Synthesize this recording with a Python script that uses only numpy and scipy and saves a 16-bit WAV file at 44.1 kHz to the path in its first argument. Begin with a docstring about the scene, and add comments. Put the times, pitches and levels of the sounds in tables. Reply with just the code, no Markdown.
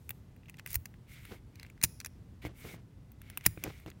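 """Padlock and key

Hands close to a phone push a key into a laminated padlock, turn it, the shackle springs open and is snapped shut.
Each metal tick is a short rough contact that rings the lock and the hollow under it. Skin and key rubbing on
steel, and the lock dragged over a desk, are shaped noise made of many uneven slips. Knocks are soft pushes that
ring the desk top. A faint echo follows, and a quiet room rumbles, hisses and whines."""
import sys
import numpy as np
from scipy import signal
from scipy.fft import rfft, irfft
from scipy.io import wavfile
from scipy.ndimage import uniform_filter1d

SR = 44100
rng = np.random.default_rng(int(sys.argv[2]) if len(sys.argv) > 2 else 0)


def voltage_ratio(level):
    """Linear amplitude factor for a level in decibels (scalar or array-like)."""
    return 10 ** (np.asarray(level, float) / 20)


def transcribe(u):
    """Save the signal u as a 16-bit wav file named by the first command-line argument.

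    u: samples, shape (n,) or (channels, n), limited to [-1, 1]; the rate is SR.
    q: integer samples, one column per channel.
    """
    v = np.clip(np.atleast_2d(u).T, -1, 1)
    q = np.round(v * 32767).astype(np.int16)
    wavfile.write(sys.argv[1], SR, q)


N = 176400  # length [samples], 4 s

# Room noise: (frequency [Hz], relative level per Hz [dB])
ROOM_COLOUR = [(21, -33), (35, -0.5), (117, 0), (242, -11.5), (329, -17.5), (677, -28.5), (1080, -32.5),
               (10100, -48.5), (16500, -51)]
# Whines of electronics: (frequency [Hz], middle rms level [dB])
WHINES = [(2024, -90), (10320, -98), (11612, -100)]
# Lock dragged over the desk: (start [s], loudest [s], end [s], level [dB])
DRAGS = [(1.285, 1.325, 1.382, -50), (2.42, 2.46, 2.55, -52.5), (2.635, 2.655, 2.845, -53),
         (3.62, 3.67, 3.72, -41.5), (3.86, 3.866, 3.91, -47.5)]
# Sound of dragging: (frequency [Hz], relative level per Hz [dB])
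DRAG_COLOUR = [(120, -6), (300, 2.5), (600, -9.5), (1200, -16.5), (2000, -16.5), (6000, -29.5),
               (12000, -45)]
# Skin and key rubbing on steel:
# (start [s], loudest [s], end [s], level [dB], hollow ring against that level [dB])
RUBS = [(-.1, .05, 0.28, -73.5, -21), (0.484, 0.492, 0.45, -70, 12), (0.582, 0.578, 0.61, -70, 15),
        (0.648, 0.737, 0.765, -51, -5.5), (1.059, 1.143, 1.22, -62.5, 4.5), (1.157, 1.29, 1.412, -64, 5),
        (1.51, 1.624, 1.72, -77.5, 11), (2.415, 2.425, 2.48, -67, 13), (2.453, 2.45, 2.49, -62.5, 12),
        (2.524, 2.71, 2.776, -58, 2.5), (3.175, 3.295, 3.7, -74, 9.5), (3.43, 3.462, 3.475, -60, 4),
        (3.545, 3.683, 3.89, -65, 4), (3.86, 3.896, 3.86, -69, 7)]
# Sound of rubbing: (frequency [Hz], relative level per Hz [dB])
RUB_COLOUR = [(1000, -33), (2500, -4), (5200, -0.5), (9000, -0.5), (14900, 1), (16000, -2)]
# Hollow sound under the rubbing: (frequency [Hz], relative level per Hz [dB])
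HOLLOW_COLOUR = [(700, -30), (1300, -14), (1900, -10), (2180, 0), (2500, -10), (3600, -14), (7000, -35)]
# Knocks passed into the desk: (time [s], peak level [dB], push length [ms])
KNOCKS = [(0.758, -28.5, 12), (1.837, -25.5, 4.3), (2.451, -27, 0.52), (2.467, -33, 1.3),
          (2.651, -35, 0.38), (2.743, -38, 0.69), (3.463, -22.5, 3.9), (3.574, -34, 1.76),
          (3.666, -29.5, 0.59), (3.862, -34, 0.48)]
# Ringing tones of the desk top: (frequency [Hz], level [dB], time to fall 60 dB [s])
DESK_MODES = [(76, -1.5, 0.14), (111.4, 1, 0.15), (161, 1.5, 0.085), (307, 6, 0.047), (454, -4.5, 0.034),
              (648, -7.5, .03)]
# Ringing tones of the freed shackle: (frequency [Hz], level [dB], time to fall 60 dB [s])
SHACKLE_MODES = [(5400, 1, 1), (10600, 8, 0.56)]
# Metal contacts: (time [s], rms level over the loudest millisecond [dB],
# hollow ring against lock ring [dB], treble tilt [dB per octave])
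TICKS = [(0.0923, -31.5, -5, 35), (0.1054, -32, -6.5, 13.5), (0.363, -58, 5, 0), (0.4327, -58.5, 23, -1),
         (0.4575, -56, 13, -8), (.467, -65, 17, 0), (0.4833, -53.5, 8, -8), (0.4965, -42.5, 1, -6),
         (0.5422, -51, 10, -17), (0.5694, -57, -4, -18), (0.587, -50.5, 3, -13), (0.5951, -41, 6.5, -24),
         (0.6615, -34, 1, 5), (0.6732, -40, -5, -1), (0.704, -39.5, -11.5, 0), (0.714, -41, -19, 2),
         (0.73, -32, -20, 7), (.7425, -29.5, -10.5, 3), (.7455, -34, -19, 14), (0.7509, -35.5, -6, -11),
         (0.755, -19, -10, 3), (0.856, -37.5, -5.5, -10.5), (0.94, -54, 19, -2.5), (1.2517, -45.5, 0.5, 3),
         (1.556, -51, -1, -25), (1.5968, -44.5, 1.5, -47), (1.61, -59, 6, -32), (1.63, -43.5, 1.5, -37),
         (1.6484, -48.5, 30, 0.1), (1.6643, -53, 7.5, -33), (1.6996, -49, 7.5, -8),
         (1.7772, -56.5, 13, -17), (1.8141, -39, 1.5, -37), (1.827, -30, -7.5, 3), (1.8337, -24, -13, 1),
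         (1.8379, -16.5, -7, 11), (1.8376, -12, -14.5, -2.5), (1.845, -21, -14.5, -7.5),
         (1.8484, -27, -10, -2.5), (2.0018, -36.5, -5.5, -33), (2.012, -45, 4.5, -31),
         (2.0472, -34.5, -2, -25.5), (2.0597, -35, -5.5, -15), (2.068, -46, -4, 1),
         (2.4501, -43.5, 9.5, -18), (3.118, -52, -13, 41), (3.2165, -47, -1.5, 3.5),
         (3.2996, -43, -3, -2.5), (3.3734, -27.5, -3.5, 14), (3.4094, -48.5, 6, -21), (3.4406, -46, 0, 7),
         (3.452, -36.5, 5, 2), (3.457, -35, -9, 6), (3.4584, -34.5, 3, 15), (3.4617, -14, -4.5, 0),
         (3.464, -11.5, -7.5, -3), (3.5748, -45.5, 27, 0.1), (3.6378, -27, -0.5, -5), (3.7995, -56, 1, 4.5),
         (3.8614, -47, 11, -3.5), (3.901, -48, -3, -10), (3.915, -52.5, 28.5, -3)]
# Ringing tones of lock and key, before scatter: (frequency [Hz], level [dB])
LOCK_MODES = [(4160, -4), (4969, -1), (5809, 2), (6900, 1), (8102, -12), (9400, 3.5), (10300, -6),
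              (12110, -0.5), (13120, -0.5), (14220, -5), (15200, -1)]
# Ringing tones of the hollow under the lock, before scatter: (frequency [Hz], level [dB])
HOLLOW_MODES = [(1000, -9), (1650, -3), (2090, 4), (2550, 6), (3400, -7)]


def unit(x):
    """Scale a sound to an rms of 1."""
    return x / np.sqrt(np.mean(x ** 2))


def colour(x, table):
    """Shape a sound's spectrum by joining (Hz, dB) points along a logarithmic pitch scale."""
    table_hz, table_db = np.array(table).T
    hz = np.maximum(np.arange(len(x) // 2 + 1) * SR / len(x), 1)
    gain = voltage_ratio(np.interp(np.log(hz), np.log(table_hz), table_db))
    return unit(irfft(rfft(x) * gain, len(x)))


def walk(rate_hz):
    """Wander at random around zero: levels held for 1 / rate_hz seconds, then smoothed twice."""
    hold = int(SR / rate_hz)
    levels = np.repeat(rng.standard_normal(N // hold + 1), hold)
    smooth = uniform_filter1d(uniform_filter1d(levels, hold), hold)
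    return 0.96 * smooth[:N]


def decay(t, t60_s):
    """Fade that falls 60 dB in t60_s seconds."""
    return np.exp(-np.log(1000) * t / t60_s)


def ring(modes, t60_s, size, chance=np.zeros((2, 16)), tilt_db=0):
    """Fading tones of a struck object; the chance numbers change their levels and pitches."""
    scatter_db, scatter_hz_share = 3, 0.035
    hz, db = np.array(modes).T[:2, :, None]
    db_chance, hz_chance = chance[:, :len(modes), None]
    db = db + scatter_db * db_chance + tilt_db * np.log2(hz / 9000)
    hz = hz * (1 + scatter_hz_share * hz_chance)
    t = np.arange(size) / SR
    return np.sum(voltage_ratio(db) * decay(t, t60_s) * np.sin(2 * np.pi * hz * t), axis=0)


def add(out, start_s, x):
    """Mix x into out from start_s on."""
    i = int(start_s * SR)
    out[i:i + len(x)] += x[:N - i]


def strokes(rows):
    """Loudness of hand movements: each swells to its loudest moment and fades."""
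    t = np.arange(N) / SR
    total = np.zeros(N)
    for start, loudest, end, db in rows:
        # keep at least a few milliseconds for the swell and the fade
        times = [start, max(start + 0.002, loudest), max(loudest + 0.004, end)]
        swell = np.interp(t, times, [0, 1, 0])
        total += voltage_ratio(db) * np.sin(np.pi / 2 * swell) ** 1.28
    return total


def friction(gain, table, grain_db, flutter_db, rate_hz):
    """Dense slips of uneven size, coloured; treble and the rest flutter apart (flutter_db scales the walks)."""
    slips = rng.standard_normal(N) * voltage_ratio(grain_db * rng.exponential(size=N))
    rubbing = colour(slips, table)
    split = signal.butter(2, 7000, fs=SR, output="sos")  # split at 7000 Hz
    low = signal.sosfiltfilt(split, rubbing)
    high = rubbing - low
    low_flutter = voltage_ratio(flutter_db * walk(rate_hz))
    high_flutter = voltage_ratio(flutter_db * walk(rate_hz))
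    return gain * (low_flutter * low + high_flutter * high)


def room():
    """Ventilation rumble and hiss as coloured noise, plus faint wavering sine whines."""
    t = np.arange(N) / SR
    room_db = -52.5  # middle level, wavers slowly
    sound = colour(rng.standard_normal(N), ROOM_COLOUR) * voltage_ratio(room_db + 0.64 * walk(10.37))
    for hz, db in WHINES:
        level = np.sqrt(2) * voltage_ratio(db + 1.5 * walk(8.8))  # a sine peaks at root 2 times its rms
        sound += level * np.sin(2 * np.pi * hz * t)
    return sound


def echo(near):
    """Room echo: the near sounds smeared by a fading burst of noise."""
    t60_s, start_s, echo_db = 0.5, 0.004, -30
    t = np.arange(SR // 2) / SR
    tail = rng.standard_normal(len(t)) * decay(t, t60_s) * (t > start_s)
    tail = tail / np.sqrt(np.sum(tail ** 2))
    return voltage_ratio(echo_db) * signal.fftconvolve(near, tail)[:N]


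def drags():
    """The lock slides over the desk in many small slips."""
    return friction(strokes(DRAGS), DRAG_COLOUR, grain_db=1.94, flutter_db=4.6, rate_hz=150)


def hollow_rubs():
    """The hollow sound that goes along with each rub."""
    rows = [(start, loudest, end, db + hollow_db) for start, loudest, end, db, hollow_db in RUBS]
    return friction(strokes(rows), HOLLOW_COLOUR, grain_db=2.5, flutter_db=0.9, rate_hz=81)


def rubs():
    """Skin and key rub on steel in many small slips."""
    rows = [row[:4] for row in RUBS]
    return friction(strokes(rows), RUB_COLOUR, grain_db=1.5, flutter_db=3.0, rate_hz=40)


def knocks():
    """Soft pushes ring the desk top; longer pushes are duller."""
    slap_db = -4  # the contact itself, against the peak of the ring
    out = np.zeros(N)
    desk = ring(DESK_MODES, np.array(DESK_MODES)[:, 2:], size=9000)
    for start, db, length_ms in KNOCKS:
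        push = np.hanning(int(length_ms * SR / 1000) + 3)
        knock = signal.fftconvolve(push, desk)
        knock[:len(push)] -= voltage_ratio(slap_db) * abs(knock).max() * push
        add(out, start, voltage_ratio(db) * knock / abs(knock).max())
    return out


def shackle():
    """The freed shackle sings faintly; random swings of its strength make it rattle loose."""
    free_s, gain_db, rattle_hz, size = 1.846, -61, 1500, 15000
    song = ring(SHACKLE_MODES, np.array(SHACKLE_MODES)[:, 2:], size=size)
    out = np.zeros(N)
    add(out, free_s, voltage_ratio(gain_db) * walk(rattle_hz)[:size] * song)
    return out


def loudest_ms(x):
    """Scale a sound so that its loudest millisecond has an rms of 1."""
    return x / np.sqrt(uniform_filter1d(x ** 2, size=SR // 1000).max())


def contact_force():
    """Two rough pushes that rise fast, die away and chatter on after the blow."""
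    rise_ms, contact_ms, chatter_ms = 0.68, 1.0, 5.04  # time constants
    chatter_db, grit_db = -22.5, 3
    ms = np.arange(900) / SR * 1000
    grit = voltage_ratio(grit_db * rng.exponential(size=len(ms)))
    fade = np.exp(-ms / contact_ms) + voltage_ratio(chatter_db) * np.exp(-ms / chatter_ms)
    rise = 1 - np.exp(-ms / rise_ms)
    return rng.standard_normal((2, len(ms))) * grit * fade * rise


def ticks():
    """Short rough contacts ring the lock and its hollow, with a broadband crack on top."""
    lock_t60_s, hollow_t60_s, crack_db = 0.005, 0.006, -3
    pad = np.hanning(int(0.25 * SR / 1000) + 3)  # the hollow feels the contact rounded off, over about 0.25 ms
    out = np.zeros(N)
    for start, db, hollow_db, tilt_db in TICKS:
        force = contact_force()
        # each contact point weights and detunes the tones anew
        lock_chance, hollow_chance = rng.standard_normal((2, 2, 16))
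        jolt = np.diff(force[0])  # small parts radiate no bass
        lock = ring(LOCK_MODES, lock_t60_s, size=1500, chance=lock_chance, tilt_db=tilt_db)
        high = loudest_ms(signal.fftconvolve(jolt, lock))
        crack = loudest_ms(np.diff(force[1]))
        high[1:len(crack) + 1] += voltage_ratio(crack_db) * crack
        hollow = ring(HOLLOW_MODES, hollow_t60_s, size=1500, chance=hollow_chance)
        low = loudest_ms(signal.fftconvolve(np.convolve(jolt, pad, "same"), hollow))
        add(out, start, voltage_ratio(db) * loudest_ms(high + voltage_ratio(hollow_db) * low))
    return out


def scene():
    """Near sources, their echo, and the room."""
    near = drags() + hollow_rubs() + rubs() + knocks() + shackle() + ticks()
    return (near + echo(near) + room())[None]


def roll_off(x):
    """The treble ends steeply here."""
    return signal.sosfilt(signal.butter(12, 17140, fs=SR, output="sos"), x)


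def record(dry):
    """The phone cuts the deepest bass (below 45.4 Hz) and the top (above 16000 Hz)."""
    bass_cut = signal.butter(2, 45.4, "high", fs=SR, output="sos")
    top_cut = signal.ellip(8, 0.2, 60, 16000, fs=SR, output="sos")
    mix = signal.sosfilt(top_cut, signal.sosfilt(bass_cut, dry))
    return roll_off(mix)


dry = scene()
out = record(dry)
transcribe(out)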